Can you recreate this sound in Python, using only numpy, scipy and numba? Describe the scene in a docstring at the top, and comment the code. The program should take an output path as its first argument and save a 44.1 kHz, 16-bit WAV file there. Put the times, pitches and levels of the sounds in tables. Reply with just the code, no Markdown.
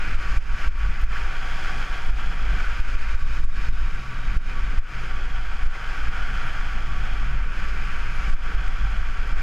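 """A slope of packed snow: a fast ski run, heard from a camera in a closed case on the skier's helmet.
Edges crush snow grains, scraping and hissing through the case's resonances; the bases scuff soft snow.
Wind buffets the case, shakes the mount, moans and makes the helmet shell hum; small ticks and sizzles
come through. Gusts and bumps jolt the case and overload the recorder: its stepped limiter ticks,
ducks the sound and lets it swell back."""
import sys
import numpy as np
from scipy import signal
from scipy.fft import rfft, irfft, next_fast_len
from scipy.io import wavfile
from scipy.ndimage import uniform_filter1d
from numba import njit

SR = 44100
rng = np.random.default_rng(int(sys.argv[2]) if len(sys.argv) > 2 else 0)


def dump_mix(stems):
    """Bounce the given channels to the path in sys.argv[1] as a 16-bit WAV at rate SR."""
    frames = np.atleast_2d(stems).T  # one column per channel
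    limited = np.clip(frames, -1, 1)  # hard clip at full scale
    pcm = np.round(limited * 32767).astype(np.int16)
    wavfile.write(sys.argv[1], SR, pcm)


N = 415422
TIME_S = np.arange(N) / SR
BINS_HZ = np.fft.rfftfreq(next_fast_len(N), 1 / SR)

# Edge pressure on the snow. Each row: time in seconds, scrape level in dB, fizz re scrape in dB.
EDGE_PRESSURE = [(0.0, -34.5, -17), (0.38, -35.5, -14.5), (0.47, -38, -16), (0.95, -38, -17),
                 (1.63, -33.5, -15.5), (2.36, -37, -16.5), (2.61, -34.5, -16.5), (3.12, -37.5, -15.5),
                 (3.25, -42, -14), (4.03, -39.5, -15), (4.76, -37.5, -17), (5.35, -39.0, -16.5),
                 (6.42, -34.5, -17), (6.89, -38.7, -16.1), (7.23, -37.0, -17.5), (7.48, -39.3, -19),
                 (7.59, -35.5, -16.5), (9.42, -38.5, -17)]
# Skids as an edge is set. Each row: time in seconds, lift in dB.
EDGE_SKIDS = [(.63, 4), (1.16, 3.5), (3.35, 4.5), (3.64, 3.5), (4.92, 0.5), (5.04, 2), (5.92, 2.5),
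              (7.04, 1.5), (8.28, 3), (9.41, 2)]
# Edge bite, positive when carving, negative on flat skis. Each row: time in seconds, bite in dB.
EDGE_BITE = [(0, -3.5), (1.15, -1.5), (1.45, 2.5), (2.5, 2), (2.9, -4), (3.8, -1.5), (4.95, -1.5),
             (5.25, 2), (6.1, 1.5), (7.1, 2.5), (7.45, -1.5), (8.15, -3), (8.65, 3), (9.42, -0.5)]
# Hardest carve, ringing the case's main resonance. Each row: time in seconds, lift in dB.
HARD_CARVE = [(6.25, 2.5)]
# Snow scrape through the case. Each row: frequency in Hz, relative density in dB.
SCRAPE_SPECTRUM = [(120, -18.5), (300, -14), (620, -14), (1050, -14), (1220, -6), (1520, -2.5), (1780, -8),
                   (2850, -14.5), (3330, -13.5), (3600, -21.5), (6900, -28), (8000, -33.5), (9800, -40.5),
                   (15500, -41.5)]
# Case resonances. Each row: frequency in Hz, width in Hz, lift in dB.
CASE_MODES = [(755, 72, 6.5), (943, 37, 7.5), (1139, 27, 9.5), (1357.5, 53, 2.5), (1521, 280, 2.5),
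              (2080, 18, 0.5), (2393, 340, 6.5), (3046, 40, 5.5), (4380, 140, 4), (5032, 570, 6.5),
              (6590, 500, 3), (10700, 1500, 4)]
# Airstream on the helmet. Each row: time in seconds, relative shudder level in dB.
AIRSTREAM = [(0.0, -33), (1.2, -25.5), (1.33, -38), (1.63, -34), (3.63, -27), (4.11, -33.5), (4.28, -27),
             (4.45, -32.5), (6.3, -30), (6.59, -36.5), (6.9, -27.5), (8.43, -33), (8.56, -24.5),
             (9.42, -30)]
# Gusts shaking the mount. Each row: time in seconds, lift in dB.
WIND_GUSTS = [(.32, 5), (.87, 5), (2.14, 9), (2.54, 8), (3.8, 6), (4.68, 4), (7.3, 3.5), (8.3, 6.5),
              (8.88, 3)]
# Lulls in the wind. Each row: time in seconds, change of rumble in dB.
WIND_LULLS = [(1.88, -2.5), (4.08, -8.5), (4.92, -7.5), (5.79, -9)]
# Slow heave of the air. Each row: frequency in Hz, relative density in dB.
HEAVE_SPECTRUM = [(1, -48.5), (4, -2), (9, 4), (14, 10.5), (20, 1.5), (28, -4.5), (40, -28), (80, -60)]
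# Shaking mount. Each row: frequency in Hz, relative density in dB.
SHUDDER_SPECTRUM = [(20, -30), (32, -5), (39, -3.5), (44, 1.5), (48, 2), (53, -11), (66, -28), (140, -85)]
# Eddies on the case. Each row: frequency in Hz, relative density in dB.
EDDY_SPECTRUM = [(35, -5.5), (60, -5.5), (75, -4), (100, -10.5), (140, -12.5), (172, -9.5), (215, -17.5),
                 (320, -23.5), (600, -38.5), (2000, -85)]
# Eddy strength. Each row: time in seconds, relative level in dB.
EDDY_LEVELS = [(0.0, -44.5), (1.41, -48.5), (2.57, -44), (2.66, -48), (3.04, -50.0), (3.57, -44.5),
               (5.26, -46.5), (5.36, -49), (5.82, -50.7), (6.13, -46.8), (7.32, -44), (7.96, -44),
               (8.05, -48), (8.99, -45.6), (9.08, -49.9), (9.42, -44)]
# Swells of shell hum. Each row: start in seconds, length in seconds, relative level in dB.
HUM_SWELLS = [(0.06, 0.12, -39), (0.892, 0.053, -38), (1.697, 0.084, -38.5), (2.433, 0.12, -41.5),
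              (3.365, 0.043, -41), (3.617, 0.22, -42.5), (3.943, 0.42, -40.5), (4.925, 0.13, -39),
              (6.29, 0.19, -38.5), (6.843, 0.24, -42.5), (7.265, 0.13, -36), (7.866, 0.074, -43),
              (8.054, 0.13, -40), (8.973, 0.044, -41)]
# Faint background hiss. Each row: frequency in Hz, relative density in dB.
FLOOR_SPECTRUM = [(20, 11.5), (250, 8.5), (500, -29), (1200, -26), (4500, -38), (7000, -31), (11000, -24.5),
                  (16000, -28)]
# Gusts and bumps shoving the case. Each row: start in seconds, signed peak of each thump.
CASE_JOLTS = [(0.139, .42), (.365, 1.04), (.669, 0.72), (1.028, 0.76), (2.054, -0.25), (2.089, .42),
              (2.26, -0.28), (2.793, 0.61), (2.941, 0.44), (3.14, 0.54), (3.217, 0.47), (3.386, 0.54),
              (3.434, -0.68), (3.468, .62), (3.681, .58), (3.776, .3), (4.36, 0.91), (4.775, 0.95),
              (5.623, -0.47), (5.656, 0.55), (6.075, 0.49), (8.29, -0.32), (8.327, 0.81), (8.539, 0.52),
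              (8.67, -0.43), (9.317, 0.4)]
# Small dry ticks. Each row: start in seconds, peak in dB.
DRY_TICKS = [(.501, -47.5), (1.014, -41), (1.02, -40.5), (2.066, -39), (2.822, -41), (3.204, -39),
             (3.791, -40), (8.68, -39), (9.276, -39)]
# Thin treble sizzles. Each row: centre in seconds, length in seconds, relative level in dB.
TREBLE_SIZZLES = [(0.777, 0.035, -68), (6.465, .055, -65), (8.16, 0.041, -65)]
# Ski bases on soft snow. Each row: centre in seconds, level in dB.
BASE_SCUFFS = [(2.54, -55), (4.58, -53), (4.74, -53), (5.04, -51), (5.22, -50), (7.52, -56), (7.76, -52),
               (8.52, -51), (9.28, -51)]


def gain_of(db):
    return 10 ** (np.asarray(db) / 20)


def unit_rms(x):
    return x / np.sqrt(np.mean(x ** 2) + 1e-20)


def curves(rows):
    """Each value column, linear in time."""
    times_s, *columns = np.transpose(rows)
    return [np.interp(TIME_S, times_s, column) for column in columns]


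def swells(rows, width_s):
    """A Gaussian hump per (time, height) row."""
    return sum(height * np.exp(-((TIME_S - at_s) / width_s) ** 2) for at_s, height in rows)


def spectrum(points):
    """Gain per bin, interpolated in log frequency, zero above the last point."""
    hz, db = np.transpose(points)
    return gain_of(np.interp(np.log(BINS_HZ + 1e-3), np.log(hz), db)) * (BINS_HZ <= hz[-1])


def bell(hz, width_hz):
    """Resonance curve, 1 at its centre."""
    return 1 / (1 + (2 * (BINS_HZ - hz) / width_hz) ** 2)


def filtered(x, bin_gain):
    size = next_fast_len(N)
    return irfft(rfft(x, size) * bin_gain, size)[:N]


def noise(bin_gain):
    return unit_rms(filtered(rng.standard_normal(N), bin_gain))


def flutter(rate_hz):
    return noise(np.exp(-(BINS_HZ / rate_hz) ** 2))


def steadied(x, window_s):
    """Removes slow swells, keeps quick ones."""
    size = max(int(window_s * SR), 2)
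    return x / np.sqrt(uniform_filter1d(uniform_filter1d(x ** 2, size), size) + 1e-9)


def add(mix, start_s, sound):
    part = mix[max(round(start_s * SR), 0):][:len(sound)]
    part += sound[:len(part)]


def skis(chatter_db=0.43, patch_db=0.59, grain_db=-6, grains_per_s=1500, spray_db_per_peak=0.5):
    """Edges crush snow grains and chatter over ridges; the case colours the sound."""
    level_db, fizz_db = curves(EDGE_PRESSURE)
    skid_db = swells(EDGE_SKIDS, width_s=0.064)
    bite_db, = curves(EDGE_BITE)
    grains = rng.standard_normal(N) * (rng.random(N) < grains_per_s / SR)
    crush = rng.standard_normal(N) + gain_of(grain_db) * unit_rms(grains)
    crush *= gain_of(chatter_db * flutter(rate_hz=24))
    mode_lift_db = sum(db * bell(hz, width_hz) for hz, width_hz, db in CASE_MODES)
    case = spectrum(SCRAPE_SPECTRUM) * gain_of(mode_lift_db)
    highpass = 1 / (1 + (3500 / (BINS_HZ + 1)) ** 12)
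    lowpass = 1 / np.sqrt(1 + (BINS_HZ / 13000) ** 10)
    scrape = unit_rms(filtered(crush, case * (1 - highpass)))
    # A biting edge rasps; a flat base swishes.
    rasp = filtered(scrape, bell(hz=767, width_hz=230) + gain_of(5) * bell(hz=3300, width_hz=240))
    swish = filtered(scrape, bell(hz=2564, width_hz=570))
    scrape += (gain_of(bite_db) - 1) * rasp + (gain_of(-0.5 * bite_db) - 1) * swish
    ring = filtered(scrape, bell(hz=1420, width_hz=280))
    scrape += (gain_of(swells(HARD_CARVE, width_s=0.5)) - 1) * ring
    scrape *= gain_of(0.01 + patch_db * flutter(rate_hz=21))  # patches of hard snow
    spray_db = spray_db_per_peak * swells(np.abs(CASE_JOLTS), width_s=0.046)  # jolts kick up fine snow
    fizz = unit_rms(filtered(crush, case * highpass * lowpass)) * gain_of(0.36 + fizz_db + spray_db)
    return gain_of(level_db + skid_db) * (scrape + fizz)


def wind(jolt_activity, heave_db=-19, shudder_db=1.5, buffet_db=6, flare_db=1.5, rumble_cap=0.26):
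    """Turbulence heaves the case and shakes its mount; jolts override this rumble and flare the eddies."""
    air_db = curves(AIRSTREAM)[0] + swells(WIND_GUSTS, width_s=0.11)
    lull_db = swells(WIND_LULLS, width_s=0.11)
    heave = steadied(noise(spectrum(HEAVE_SPECTRUM)), window_s=0.088)
    heave *= gain_of(heave_db + 0.15 * (air_db - air_db.mean()))
    shudder = steadied(noise(spectrum(SHUDDER_SPECTRUM)), window_s=0.19)
    shudder *= gain_of(shudder_db + air_db)
    rumble = (heave + shudder) * gain_of(lull_db)
    rumble /= (1 + (rumble / rumble_cap) ** 4) ** (1 / 4)  # softly capped below the limiter's ceiling
    eddies = steadied(noise(spectrum(EDDY_SPECTRUM)), window_s=0.06)
    eddies *= gain_of(2 * flutter(rate_hz=35))
    eddy_db = buffet_db + curves(EDDY_LEVELS)[0] + flare_db * jolt_activity + 0.31 * lull_db
    return (1 - jolt_activity) * rumble + gain_of(eddy_db) * unit_rms(eddies)


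def shell_hum(rest_db=-52, trim_db=-1.5, ramp_s=0.042):
    """The helmet shell hums faintly throughout and swells when the air catches it."""
    level = gain_of(rest_db)
    for start_s, length_s, db in HUM_SWELLS:
        inside_s = np.minimum(TIME_S - start_s, start_s + length_s - TIME_S)
        envelope = np.clip(0.5 + inside_s / ramp_s, 0, 1)
        level = np.maximum(level, gain_of(db + trim_db) * envelope)
    return level * steadied(noise(bell(hz=123.5, width_hz=4.1)), window_s=0.15)


def air_moan(rest_db=-53, rise_db=4):
    """Air moans past the case; mid-run it grows and a faint whistle joins."""
    whistle_db = np.interp(TIME_S, [2.6, 3.1, 4.0, 4.6, 5.0], [-81, -61.5, -62, -62, -87.5])
    moan = noise(bell(hz=1135, width_hz=30) + gain_of(-8) * bell(hz=935, width_hz=30))
    moan *= gain_of(rest_db + rise_db * gain_of(whistle_db - whistle_db.max()))
    whistle = gain_of(whistle_db) * noise(bell(hz=3773, width_hz=83))
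    return moan + whistle


def floor_hiss(level_db=-58):
    """Faint steady noise, independent per channel."""
    return gain_of(level_db) * np.array([noise(spectrum(FLOOR_SPECTRUM)) for _ in range(2)])


def jolts(swing_hz=12.5, decay_s=0.022, rise_s=0.0125, highpass_hz=1.6):
    """One heavily damped pressure swing per shove. Returns pressure and activity, 0 to 1."""
    age_s = np.arange(SR // 4) / SR
    onset = 1 - np.exp(-(age_s / rise_s) ** 2)
    swing = np.sin(2 * np.pi * swing_hz * age_s) * np.exp(-age_s / decay_s) * onset
    pressure, activity = np.zeros(N), np.zeros(N)
    for start_s, peak in CASE_JOLTS:
        add(pressure, start_s, peak * swing / swing.max())
        add(activity, start_s, np.exp(-(age_s / decay_s) ** 2))
    # High-pass keeps the low thumps centred on zero.
    pressure = filtered(pressure, BINS_HZ / np.hypot(BINS_HZ, highpass_hz))
    return pressure, np.minimum(uniform_filter1d(activity, SR // 60), 1)


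def ticks(decay_s=0.00052):
    """Unpitched clicks, a millisecond or two each."""
    age_s = np.arange(SR // 200) / SR
    out = np.zeros(N)
    for start_s, peak_db in DRY_TICKS:
        click = rng.standard_normal(len(age_s)) * np.exp(-age_s / decay_s)
        add(out, start_s, gain_of(peak_db) * click / abs(click).max())
    return out


def sizzles(trim_db=1):
    """Brief bursts of thin treble noise."""
    envelope = sum(swells([(at_s, gain_of(db + trim_db))], width_s=length_s / 2)
                   for at_s, length_s, db in TREBLE_SIZZLES)
    return envelope * noise(bell(hz=10800, width_hz=1300) ** 2)


def scuffs():
    """Ski bases brush soft snow: puffs of low, broad noise."""
    envelope = swells([(at_s, gain_of(db)) for at_s, db in BASE_SCUFFS], width_s=0.045)
    return envelope * noise(bell(hz=430, width_hz=420) ** 2)


def scene():
    """All sources alike in both channels, over stereo hiss."""
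    hiss = floor_hiss()
    snow = skis() + scuffs()
    jolt_pressure, jolt_activity = jolts()
    air = wind(jolt_activity) + shell_hum() + air_moan()
    return hiss + snow + air + jolt_pressure + sizzles() + ticks()


@njit
def limiter_db(magnitude, jitter, ceiling, step_db, attack_step_s, hold_s, release_step_s):
    """Gain steps down fast while the held output peak exceeds the ceiling, then slowly back up."""
    out = np.zeros(len(magnitude))
    db, gain, waited_s, stretch, held_peak = 0., 1., 0., 1., 0.
    for i in range(len(magnitude)):
        waited_s += 1 / SR
        held_peak = max(magnitude[i] * gain, held_peak * (1 - 1 / (hold_s * SR)))
        load = held_peak / ceiling
        interval_s = attack_step_s / load ** 2 if load > 1 else release_step_s
        if waited_s > stretch * interval_s:
            db = db - step_db if load > 1 else min(db + step_db, 0.)
            gain = 10 ** (db / 20)
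            waited_s, stretch = 0., jitter[i]
        out[i] = db
    return out


def record(dry, cutoff_hz=15400):
    """Each channel's stepped limiter ticks on a big swing and ducks what follows; then a low-pass."""
    jitter = rng.uniform(0.3, 1.7, dry.shape)
    gain_db = np.array([limiter_db(abs(channel), channel_jitter, ceiling=0.28, step_db=0.24,
                                   attack_step_s=0.00048, hold_s=0.028, release_step_s=0.002)
                        for channel, channel_jitter in zip(dry, jitter)])
    lowpass = signal.firwin(511, cutoff_hz, window=("kaiser", 9), fs=SR)
    return signal.oaconvolve(dry * gain_of(gain_db), lowpass[None], "same")


dry = scene()
out = record(dry)
dump_mix(out)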